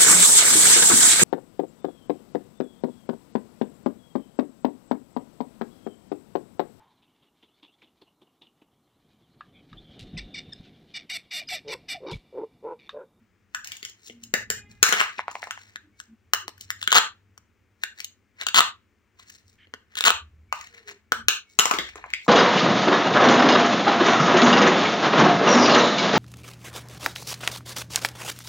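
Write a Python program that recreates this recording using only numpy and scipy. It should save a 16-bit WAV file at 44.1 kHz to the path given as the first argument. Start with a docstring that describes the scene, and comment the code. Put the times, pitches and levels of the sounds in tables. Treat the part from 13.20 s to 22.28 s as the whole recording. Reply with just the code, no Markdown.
"""Small room: hands tap, rub and pull apart hollow plastic toy fruit close to a phone with two ports.
Knocks, pieces dropped into a basket and tearing hook-and-loop pads are damped shell modes with a crack
and a thud; rubbing is clumped noise impulses, a sliding fingertip band-passed hiss.
The room answers with sparse decaying echoes. Outside: far traffic, a faint horn, still air, wavering tones.
Capture adds a limiter, a noise suppressor and a band limit."""
import sys
import numpy as np
from scipy import signal
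from scipy.fft import rfft, irfft, next_fast_len
from scipy.io import wavfile
from scipy.ndimage import uniform_filter1d

SR = 44100
rng = np.random.default_rng(int(sys.argv[2]) if len(sys.argv) > 2 else 0)


def digitize_waveform(pressure):
    """Quantize a signal to 16-bit integers and store it at the path in sys.argv[1].

    Rows of a 2-D input are taken as channels; values are limited to [-1, 1].
    """
    field = np.atleast_2d(pressure).T
    bounded = np.clip(field, -1, 1)
    quanta = np.round(bounded * 32767).astype(np.int16)
    wavfile.write(sys.argv[1], SR, quanta)


N = 400428

USUAL_LAG_SAMPLES = 9  # right port hears later
PAN_DB_PER_SAMPLE = 0.35  # left-right level difference per sample of lag


def gain_of(db):
    """Amplitude factor of a level in dB."""
    return 10 ** (np.asarray(db) / 20)


def evened(x):
    """Scales to RMS 1."""
    return x / np.sqrt(np.mean(x ** 2) + 1e-20)


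def read(points, hz):
    """Interpolates a (hz, value) curve over log frequency."""
    point_hz, value = np.transpose(points)
    return np.interp(np.log(hz + 1), np.log(point_hz + 1), value)


def equalized(x, points):
    """Zero-phase filter with a (hz, level_db) curve."""
    size = next_fast_len(N)
    gain = gain_of(read(points, np.fft.rfftfreq(size, 1 / SR)))
    return irfft(rfft(x, size) * gain, size)[..., :N]


def coloured(x, points):
    """Filtered by a spectrum, then scaled to RMS 1."""
    return evened(equalized(x, points))


def smooth_noise(count, width_samples):
    """Slow random curve of RMS 1: moving average of noise."""
    return evened(uniform_filter1d(rng.standard_normal(count), width_samples))


def add(mix, start_s, sound):
    """Adds a sound in place, cut at the end of the mix."""
    part = mix[:, round(start_s * SR):][:, :sound.shape[1]]
    part += sound[:, :part.shape[1]]


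def toys():
    """All blows and tearing hooks as left, right and room feed; each blow rebounds once, softer."""
    # knocks of nails and toys on hollow shells: start_s, level_db, main_ring_hz, thud_db, brightness_db
    knocks = [(0.3475, -16.5, 1650, -60, -6.5), (.445, -36, 2180, -42, 10.5), (.473, -33, 2260, -47, 7.5),
              (0.519, -23.5, 2170, -38, -1.5), (0.568, -42, 2480, -28, 11.5),
              (0.6287, -26, 2180, -13.5, -4.5), (0.6501, -27.5, 2156, -23, 3),
              (0.697, -54.5, 2800, -4, 20.5), (0.8733, -36.5, 2310, -11, 0),
              (0.898, -33, 1994, -0.5, -11.5), (1.0367, -38.5, 2948, -27, 12), (1.139, -6.5, 1835, -7, -2),
              (1.3016, -14.5, 1682, -10, 3), (1.6286, 5, 1550, -24, 2), (1.6332, -6.5, 2540, -13.5, -3),
              (1.646, -17, 1530, -25.5, -11), (1.6901, -14.5, 2179, -11.5, 1),
              (1.7245, -6, 1440, -13.5, -4), (1.7321, -10.5, 1552, -12.5, -14.5),
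              (1.8037, -6.5, 1436, -19.5, -9), (1.8125, -6, 1220, -23.5, -15),
              (1.9826, -31, 2450, -4.5, -23.5), (1.9919, -12.5, 987, -22.5, -25),
              (2.081, -14.5, 970, -48, -26), (2.113, -31, 1180, -12, 1), (2.1536, -18.5, 1040, -27, -26),
              (2.2288, -20.5, 900, -27.5, -29), (2.2714, -25.5, 941, -16, -17),
              (2.3085, -16, 1385, -54, -7.5), (2.3756, -30, 1052, -45, -19),
              (2.5583, -21.5, 1686, -21.5, -12.5), (2.8008, -27.5, 1668, -32.5, -4),
              (3.135, -3.5, 1350, -24, -2), (3.28, -23, 1175, -9.5, -1.5), (3.3792, -39.5, 1582, -27, 0),
              (3.4096, -39, 2950, -6, 12), (3.5036, -12.5, 1782, -95, -5), (4.1773, -34.5, 1137, -22, -2),
              (4.636, -9.5, 1701, -34, -8.5), (4.7866, -34.5, 1847, -29, -6), (4.803, -21, 2170, -52, -4),
              (4.8448, -37.5, 2545, -20.5, 18), (5.996, -39.5, 1116, -46, -5),
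              (6.1001, -36.5, 1692, -28, -0.5), (6.4708, -46, 1960, 0, -16.5),
              (6.5379, -22.5, 1335, -8.5, -8), (7.3258, -9, 1260, -53, -13.5),
              (7.4111, -32.5, 1830, -40, 0), (7.471, -34.5, 1900, -33, -8), (7.683, -37, 1980, -12.5, -7.5),
              (7.712, -37, 1110, -9, -2), (7.9205, -5.5, 1435, -14, -5), (8.084, 1.5, 1782, -22.5, -2),
              (8.389, 1.5, 1277, -19.5, -1), (8.395, -7.5, 2020, -14.5, 7.5), (8.4556, -10, 1057, -10, -2),
              (8.5117, -4.5, 1157, -13.5, -11.5), (8.538, -19, 2340, -2.5, -7),
              (8.5865, -12.5, 2210, -10.5, -10.5), (8.7566, -30, 1155, -6.5, -5),
              (8.785, -35.5, 830, -8, -17), (8.8407, -21.5, 1075, -43, -29), (8.8615, -33, 733, -21, -14),
              (8.903, -33, 2270, -34, -7), (8.9364, -8.5, 2215, -56, -15.5),
              (9.065, -34.5, 1000, -50, -6.5)]
    # upper modes of a closed shell: mode_hz, level_db, t60_s
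    shell_modes = [(2860, 0, 0.019), (3153, -0.5, 0.0053), (4146, 7, 0.004), (5490, 0, 0.013),
                   (6778, 3, 0.015), (9180, -6, 0.03), (13590, 7, 0.015)]
    # upper modes of the opened halves: mode_hz, level_db, t60_s
    half_modes = [(2830, -2.5, 0.027), (3380, 7, 0.0071), (3966, 3.5, 0.0077), (5460, -2, 0.0025),
                  (6900, -2.5, 0.012), (9100, -22, 0.0076), (13984, -8, 0.0099)]
    # where the hands work (phone, basket, tray): time_s, right_lag_samples, room_db
    place = [(1.5, 10.6, 7), (1.65, 11.7, 0.5), (1.759, 15, 10.5), (1.901, 0.78, -7), (2.281, 3.8, 5),
             (2.4, 9.5, 2.5), (3, 9.5, 0.5), (8.301, 8, 2.5), (8.45, 15.8, 4.5), (8.55, 19.2, 9.5),
             (8.7, 5, 11.5), (8.9, 4.6, 3.5)]
    bounce_db, bounce_max_s = -13, .012
    room_db_per_db = 0.05  # softer knocks ring less in the room
    top_db, top_hz, hz_per_db = -4, 1250, 22  # strongest hooks; weaker ones ring higher
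    bright_db, dulling_db_per_db, bright_max_db = -3, 0.36, 2  # weaker hooks are brighter
    out = np.zeros((3, N))
    place_s, lags, rooms_db = np.transpose(place)
    for start_s, *blow_settings in knocks:
        lag = np.interp(start_s, place_s, lags)
        room_db = np.interp(start_s, place_s, rooms_db) + room_db_per_db * blow_settings[0]
        blow = knock(*blow_settings, lag, shell_modes, room_db)
        add(out, start_s, blow)
        add(out, start_s + bounce_max_s * rng.uniform(0.24, 1), gain_of(bounce_db) * blow)
    for start_s, db in hooks():
        above_db = db - top_db
        hook_bright_db = min(bright_db - dulling_db_per_db * above_db, bright_max_db)
        hz = (top_hz - hz_per_db * max(above_db, -18)) * rng.uniform(.92, 1.15)
        add(out, start_s, knock(db, hz, -22, hook_bright_db, USUAL_LAG_SAMPLES, half_modes, room_db=0.5))
    return out


def knock(db, hz, thud_db, bright_db, lag_samples, modes, room_db):
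    """A blow: main ring with neighbours, upper modes, crack and low thud; rows left, right, room feed."""
    crack_db = -4.5
    body = ring(hz * np.array([1, .55, .8, 1.45, 2.1]), np.array([0, -21, -8, -5, -7]),
                np.array([.008, .006, .006, .006, .005]), rise_s=.0004)
    upper = ring(*np.transpose(modes), rise_s=.0002) + gain_of(crack_db) * crack()
    thud = ring(np.array([154, 231, 367, 436]), np.array([-6.5, 4.5, -5.0, -0.5]), .035, rise_s=0.00039)
    highpass = signal.butter(2, .6 * hz, "high", fs=SR)
    shell = signal.lfilter(*highpass, body + gain_of(bright_db) * upper)
    sound = np.pad(shell + gain_of(thud_db) * thud, (4, 20))  # room for the lag
    side = gain_of(.5 * PAN_DB_PER_SAMPLE * lag_samples)
    right = np.roll(sound, round(lag_samples)) / side
    return gain_of(db) * np.array([side * sound, right, gain_of(room_db) * sound])


def ring(hz, db, t60_s, rise_s):
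    """Each mode is a cluster of five damped neighbours of random phase; peak 1."""
    t = np.arange(2048)[:, None] / SR
    hz, db, t60_s = (np.tile(v * np.ones(len(hz)), reps=5) for v in (hz, db, t60_s))
    level_spread, pitch_spread, phase = rng.standard_normal((3, len(hz)))
    decay = gain_of(db + level_spread - 60 * t / t60_s)
    x = decay * np.sin(2 * np.pi * hz * (1 + .06 * pitch_spread) * t + 1.81 * phase)
    x = x.sum(1) * (1 - np.exp(-t[:, 0] / rise_s))
    return x / abs(x).max()


def crack():
    """Broadband crack of contact: decaying treble noise, peak 1."""
    t60_s = 0.019
    x = signal.lfilter([1, -1], [1, -.65], rng.standard_normal(2048))
    x = x * gain_of(-60 * np.arange(2048) / SR / t60_s)
    return x / abs(x).max()


def hooks():
    """(start_s, level_db) of every hook: single snaps, then each run, unevenly spaced."""
    # single hooks letting go before a pad tears, and the last to hold: start_s, level_db
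    snaps = [(3.6151, -29), (3.6276, -21.5), (3.6393, -33.5), (3.6757, -9.5), (3.7054, -26), (3.7182, -8),
             (3.7266, -1), (3.7343, -15), (3.7865, -10.5), (5.2126, -24.5), (5.2343, -29.5),
             (5.2669, -12.5), (5.2858, -18.5), (5.3444, -6), (5.4057, 0), (6.7539, -29), (6.8079, -11.5),
             (6.8233, -26.5), (6.8397, -10), (6.8923, -14.5), (6.904, -5)]
    # runs of hooks tearing in quick succession: start_s, length_s, first_db, last_db
    tears = [(3.744, .038, -9.5, -0.5), (5.346, .049, -16.5, 0.5), (6.767, 0.021, -26.5, -23.5),
             (6.848, 0.033, -12, -3.5)]
    hooks_per_s, spread_db = 230, 2.5
    rows = list(snaps)
    for start_s, length_s, first_db, last_db in tears:
        shift, size = rng.random((40, 2)).T - .5
        along = (np.arange(40) + .5 + .7 * shift) / hooks_per_s / length_s  # 0 to 1 over the run
        db = first_db + (last_db - first_db) * along + 2 * spread_db * size
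        rows += list(zip(start_s + along * length_s, db))[:round(length_s * hooks_per_s)]
    return rows


def rubbing():
    """Skin and loose hooks rub plastic: dense tiny slips of uneven size, in clumps, stroke by stroke."""
    # rubbing spectrum: frequency_hz, density_db
    rub_colour = [(200, -30), (700, -9), (1200, -8.5), (1800, 2), (2700, -5), (3300, -10.5), (4200, -4),
                  (4900, -10), (5700, -3.5), (6300, -8), (7000, -4.5), (9000, -11.5), (16500, -10)]
    slips_per_s, split_hz = 3500, 3000
    dull, bright = contact()
    clumps = gain_of(2.5 * smooth_noise(N, 300))
    sizes = gain_of(3.0 * np.minimum(rng.exponential(1, N), 4))
    slips = rng.standard_normal(N) * sizes * (rng.random(N) < slips_per_s / SR)
    x = coloured(slips * clumps, rub_colour)
    scuff = signal.sosfilt(signal.butter(4, split_hz, fs=SR, output="sos"), x)
    scratch = signal.sosfilt(signal.butter(4, split_hz, "high", fs=SR, output="sos"), x)
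    x = gain_of(-3.0) * (dull * evened(scuff) + bright * evened(scratch))
    side = gain_of(.5 * PAN_DB_PER_SAMPLE * USUAL_LAG_SAMPLES)
    return np.array([side * x, np.roll(x, USUAL_LAG_SAMPLES) / side, x])


def contact():
    """Dull and bright gain of all strokes: quick press, hold, steady fade; the scratch tires sooner."""
    # strokes: full_contact_s, hold_s, dull_scuff_db, bright_scratch_db, fade_db_per_s
    strokes = [(.338, .01, -57.5, -60, 300), (0.458, 0.046, -46, -55, 200), (.52, .2, -59.5, -56.5, 152),
               (.8, .05, -64.5, -60.5, 203.5), (0.859, 0.022, -63.5, -48.5, 216.5),
               (1.034, .005, -57, -55.5, 301), (1.515, 0.0085, -54.5, -53.5, 292),
               (1.667, 0.15, -27, -33.5, 247), (1.91, 0.048, -53, -56.5, 198),
               (1.994, 0.0092, -36.5, -55.5, 590), (2.098, .005, -42, -63, 897),
               (2.13, .05, -54, -52.5, 297.5), (2.22, 0.065, -51, -53, 150.5),
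               (2.38, 0.12, -54.5, -55.5, 164), (2.787, .04, -61.5, -57, 302),
               (3.418, 0.018, -53, -46.5, 504.5), (3.499, .01, -51.5, -55, 300),
               (3.6, 0.068, -55.5, -56, 300.5), (4.626, .01, -55, -58, 297), (4.774, .07, -52, -53.5, 399),
               (5.209, 0.015, -35.5, -46.5, 505), (5.995, 0.034, -49.5, -56, 301.5),
               (6.082, 0.11, -60.5, -54, 348), (6.282, 0.014, -75, -54.5, 400),
               (6.328, 0.0056, -69, -61, 399), (6.719, .04, -54, -66, 299.5), (7.36, .1, -47.5, -51, 124),
               (7.54, 0.052, -51, -58.5, 199.5), (7.684, .02, -44.5, -50.5, 280),
               (8.3, 0.048, -69.5, -57.5, 292.5), (8.437, 0.126, -36.5, -37.5, 245),
               (8.64, 0.08, -46.5, -54.5, 306), (8.774, 0.19, -50, -67, 315),
               (8.937, 0.0048, -58, -56, 178), (9.03, 0.028, -61.5, -54.5, 300)]
    press_db_per_s, scratch_wear_db_per_s = 600.5, 30.5
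    t, out = np.arange(N) / SR, np.zeros((2, N))
    for start_s, hold_s, dull_db, bright_db, fade in strokes:
        press_db = -press_db_per_s * np.maximum(start_s - t, 0)
        db = press_db - fade * np.maximum(t - start_s - hold_s, 0)
        wear_db = scratch_wear_db_per_s * np.maximum(t - start_s, 0)
        out += gain_of([dull_db + db, bright_db + db - wear_db])
    return out


def slide():
    """A fingertip slides smoothly over a shell: even hiss in two bands."""
    # the slide: start_s, length_s, level_db
    start_s, length_s, db = (6.378, .085, -57)
    # bands of its hiss: low_hz, high_hz, level_db
    bands = [(1650, 2300, 0), (2600, 3200, -4)]
    noise, out = rng.standard_normal(round(length_s * SR)), np.zeros((3, N))
    hiss = np.zeros(len(noise))
    for low_hz, high_hz, band_db in bands:
        bandpass = signal.butter(2, (low_hz, high_hz), "band", fs=SR, output="sos")
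        hiss += gain_of(band_db) * evened(signal.sosfilt(bandpass, noise))
    add(out, start_s, np.ones((3, 1)) * gain_of(db) * signal.windows.tukey(len(hiss), .3) * hiss)
    return out


def room(x):
    """Sparse random-sign echoes, partly shared by both ports; decay rate depends on frequency."""
    # decay, reached at 60 dB down on the slowed clock below: frequency_hz, decay_s
    decay = [(250, 0.1), (1000, 0.21), (4000, 0.19), (7000, 0.16), (10000, 0.13), (15000, 0.11)]
    hold_s, bend = 0.089, 0.71  # clock runs at 0.35 speed until hold_s; bend < 1 flattens late decay
    taps = np.zeros((2, SR // 2))
    at = np.arange(120, SR // 2 - 20, 20)
    at = at + rng.integers(0, 20, (2, len(at)))
    np.put_along_axis(taps, at, rng.choice([-1., 1.], at.shape), 1)
    hz, t, z = signal.stft(taps, SR, nperseg=256)
    clock_s = np.maximum(t - hold_s, 0) + .35 * np.minimum(t, hold_s)
    fade = gain_of(-60 * (clock_s / read(decay, hz)[:, None]) ** bend)
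    tail = signal.istft(z * fade, SR, nperseg=256)[1]
    tail[1] = .35 * np.roll(tail[0], USUAL_LAG_SAMPLES // 2) + .8 * tail[1]
    return signal.fftconvolve(x[None], tail / np.linalg.norm(tail[0]), axes=1)[:, :N]


def traffic():
    """Far traffic: swells of rumble noise with a wavering, sagging hum."""
    # swells: loudest_s, half_length_s, hum_hz, hum_db, rumble_db
    swells = [(0.499, 0.98, 107.5, -75.5, -78), (1.409, .3, 107.9, -56.5, -53.5),
              (2.29, .8, 99.6, -71.5, -76.5), (3.502, 0.51, 95.9, -62, -67), (4.2, 0.67, 97.56, -72, -72),
              (5.45, 0.16, 92, -69.5, -65), (6.411, 0.27, 89.9, -65.5, -71),
              (7.145, 0.35, 76.3, -55.5, -74), (8.034, .1, 75.6, -69.5, -52.5),
              (8.724, .3, 65.95, -58.5, -70)]
    # rumble spectrum: frequency_hz, density_db
    rumble = [(12, -60.5), (20, -29), (65, -0.5), (103, 3.5), (130, -17), (216, -1.5), (364, -25.5),
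              (404, -19), (700, -30), (910, -71.5), (1540, -120)]
    steady_db, sag_hz_per_s = -69, 1.2
    fade_db = 10  # drop at a half length from the loudest
    t, strength, hum = np.arange(N) / SR, gain_of(steady_db), np.zeros(N)
    for loudest_s, half_s, hz, hum_db, rumble_db in swells:
        since = t - loudest_s
        swell = gain_of(-fade_db * (since / half_s) ** 2)
        strength = np.hypot(strength, gain_of(rumble_db) * swell)
        hum += gain_of(hum_db) * swell * np.sin(2 * np.pi * (hz - .5 * sag_hz_per_s * since) * since)
    a, b = rng.standard_normal((2, N))
    waver = 1 + 0.9 * smooth_noise(N, 1500)
    gusts = gain_of(0.83 * smooth_noise(N, 6000))
    noise = coloured(np.array([a, .7 * a + .6 * b]), rumble)
    return strength * gusts * noise + np.sqrt(2) * waver * hum


def horn():
    """A faint horn: harmonics that flutter independently, from echoes of the street."""
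    # loudness curve: time_s, level_db
    envelope = [(1.2, -85), (1.38, -49.5), (1.5, -56), (1.62, -65), (1.7, -64)]
    # harmonics: multiple, level_db
    harmonics = [(1, -13.5), (2, -7), (3, -12.5), (4, -2), (5, 0), (6, 0.5), (7, -10), (8, -14), (9, -14.5)]
    pitch_hz = 412
    t, chord = np.arange(N) / SR, np.zeros(N)
    for multiple, db in harmonics:
        flutter = 1 + .45 * smooth_noise(N, 900)
        chord += gain_of(db) * flutter * np.sin(2 * np.pi * (multiple * pitch_hz * t + rng.random()))
    time_s, level_db = np.transpose(envelope)
    sounding = (t > time_s[0]) * (t < time_s[-1])
    return gain_of(np.interp(t, time_s, level_db)) * evened(chord) * sounding


def air():
    """Still air: steady coloured noise, partly shared by the ports."""
    # air spectrum: frequency_hz, density_db
    air_colour = [(180, -24), (300, -3.5), (780, -9), (1330, -5.5), (2240, -5), (3900, -19), (6780, -19),
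                  (11600, -33), (13500, -34.5), (15200, -17.5), (16500, -38.5)]
    level_db = -66
    c, d = rng.standard_normal((2, N))
    return gain_of(level_db) * coloured(np.array([c, .5 * c + 0.28 * d]), air_colour)


def tones():
    """Short soft sines from afar that glide a little and waver."""
    # glides: start_s, length_s, first_hz, last_hz, level_db
    glides = [(0, 0.063, 229.7, 225, -60.5), (0.855, 0.3, 244, 222.4, -54), (2.623, 0.1, 305.4, 298, -59),
              (2.713, 0.12, 2237, 2230, -64.5), (2.874, 0.091, 221.4, 227.3, -51),
              (3.223, 0.054, 374, 365, -55.5), (7.285, 0.04, 2257, 2263, -58),
              (7.495, 0.16, 477.3, 454.7, -57), (7.633, 0.16, 427, 394, -53),
              (7.697, 0.28, 2212, 2308, -71.5), (7.931, 0.11, 232.4, 230, -51.5),
              (8.197, 0.18, 2238, 2225, -59)]
    out = np.zeros((2, N))
    for start_s, length_s, first_hz, last_hz, db in glides:
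        hz = np.linspace(first_hz, last_hz, round(length_s * SR))
        waver = 1 + 0.46 * smooth_noise(len(hz), 500)
        tone = waver * signal.windows.tukey(len(hz), .6) * np.sin(2 * np.pi * np.cumsum(hz) / SR)
        add(out, start_s, np.ones((2, 1)) * gain_of(db) * tone)
    return out


def scene():
    """Near sounds coloured by the ports, their room, and the background."""
    # colour of near sound at the ports: frequency_hz, level_db
    port_colour = [(20, -41), (60, -19), (180, -12.5), (400, -1), (7500, 5.5), (9500, -3.5), (13500, -15),
                   (14800, -1), (15700, 1.5), (16500, -4)]
    room_db = -9.5
    near = equalized(toys() + rubbing() + slide(), port_colour)
    return near[:2] + gain_of(room_db) * room(near[2]) + traffic() + horn() + air() + tones()


def record(dry):
    """Limiter holds down cracks; suppressor cuts what is near the steady noise; band limit."""
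    limit_db, limit_share, recovery_db_per_s = -6, 0.3, 400  # share of the excess dB removed
    gate_db, gate_floor_db, gate_from_hz = 14.5, -6.5, 500  # margin over steady noise; deepest cut
    edge_hz = 16150
    level_db = 10 * np.log10(abs(uniform_filter1d((dry ** 2).max(0), size=40)) + 1e-12)
    fall_db = np.arange(N) * recovery_db_per_s / SR
    held_db = np.maximum.accumulate(level_db + fall_db) - fall_db  # instant rise, linear fall
    over_db = np.maximum(held_db - limit_db, 0)
    limited = dry / gain_of(limit_share * uniform_filter1d(over_db, size=30))

    hz, t, z = signal.stft(limited, SR, nperseg=512, noverlap=384)
    power = uniform_filter1d((abs(z) ** 2).mean(0), size=5, axis=0)
    power = uniform_filter1d(power, size=3, axis=1) + 1e-20
    steady = np.percentile(power, 15, axis=1)[:, None]
    keep = np.maximum(1 - gain_of(2 * gate_db) * steady / power, gain_of(gate_floor_db))
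    keep[hz < gate_from_hz] = 1  # bass passes
    clean = signal.istft(z * keep, SR, nperseg=512, noverlap=384)[1][:, :N]
    lowpass = signal.firwin(255, edge_hz, window=("kaiser", 9), fs=SR)
    return signal.oaconvolve(np.clip(clean, -1, 1), lowpass[None], "same")


dry = scene()
out = record(dry)
digitize_waveform(out)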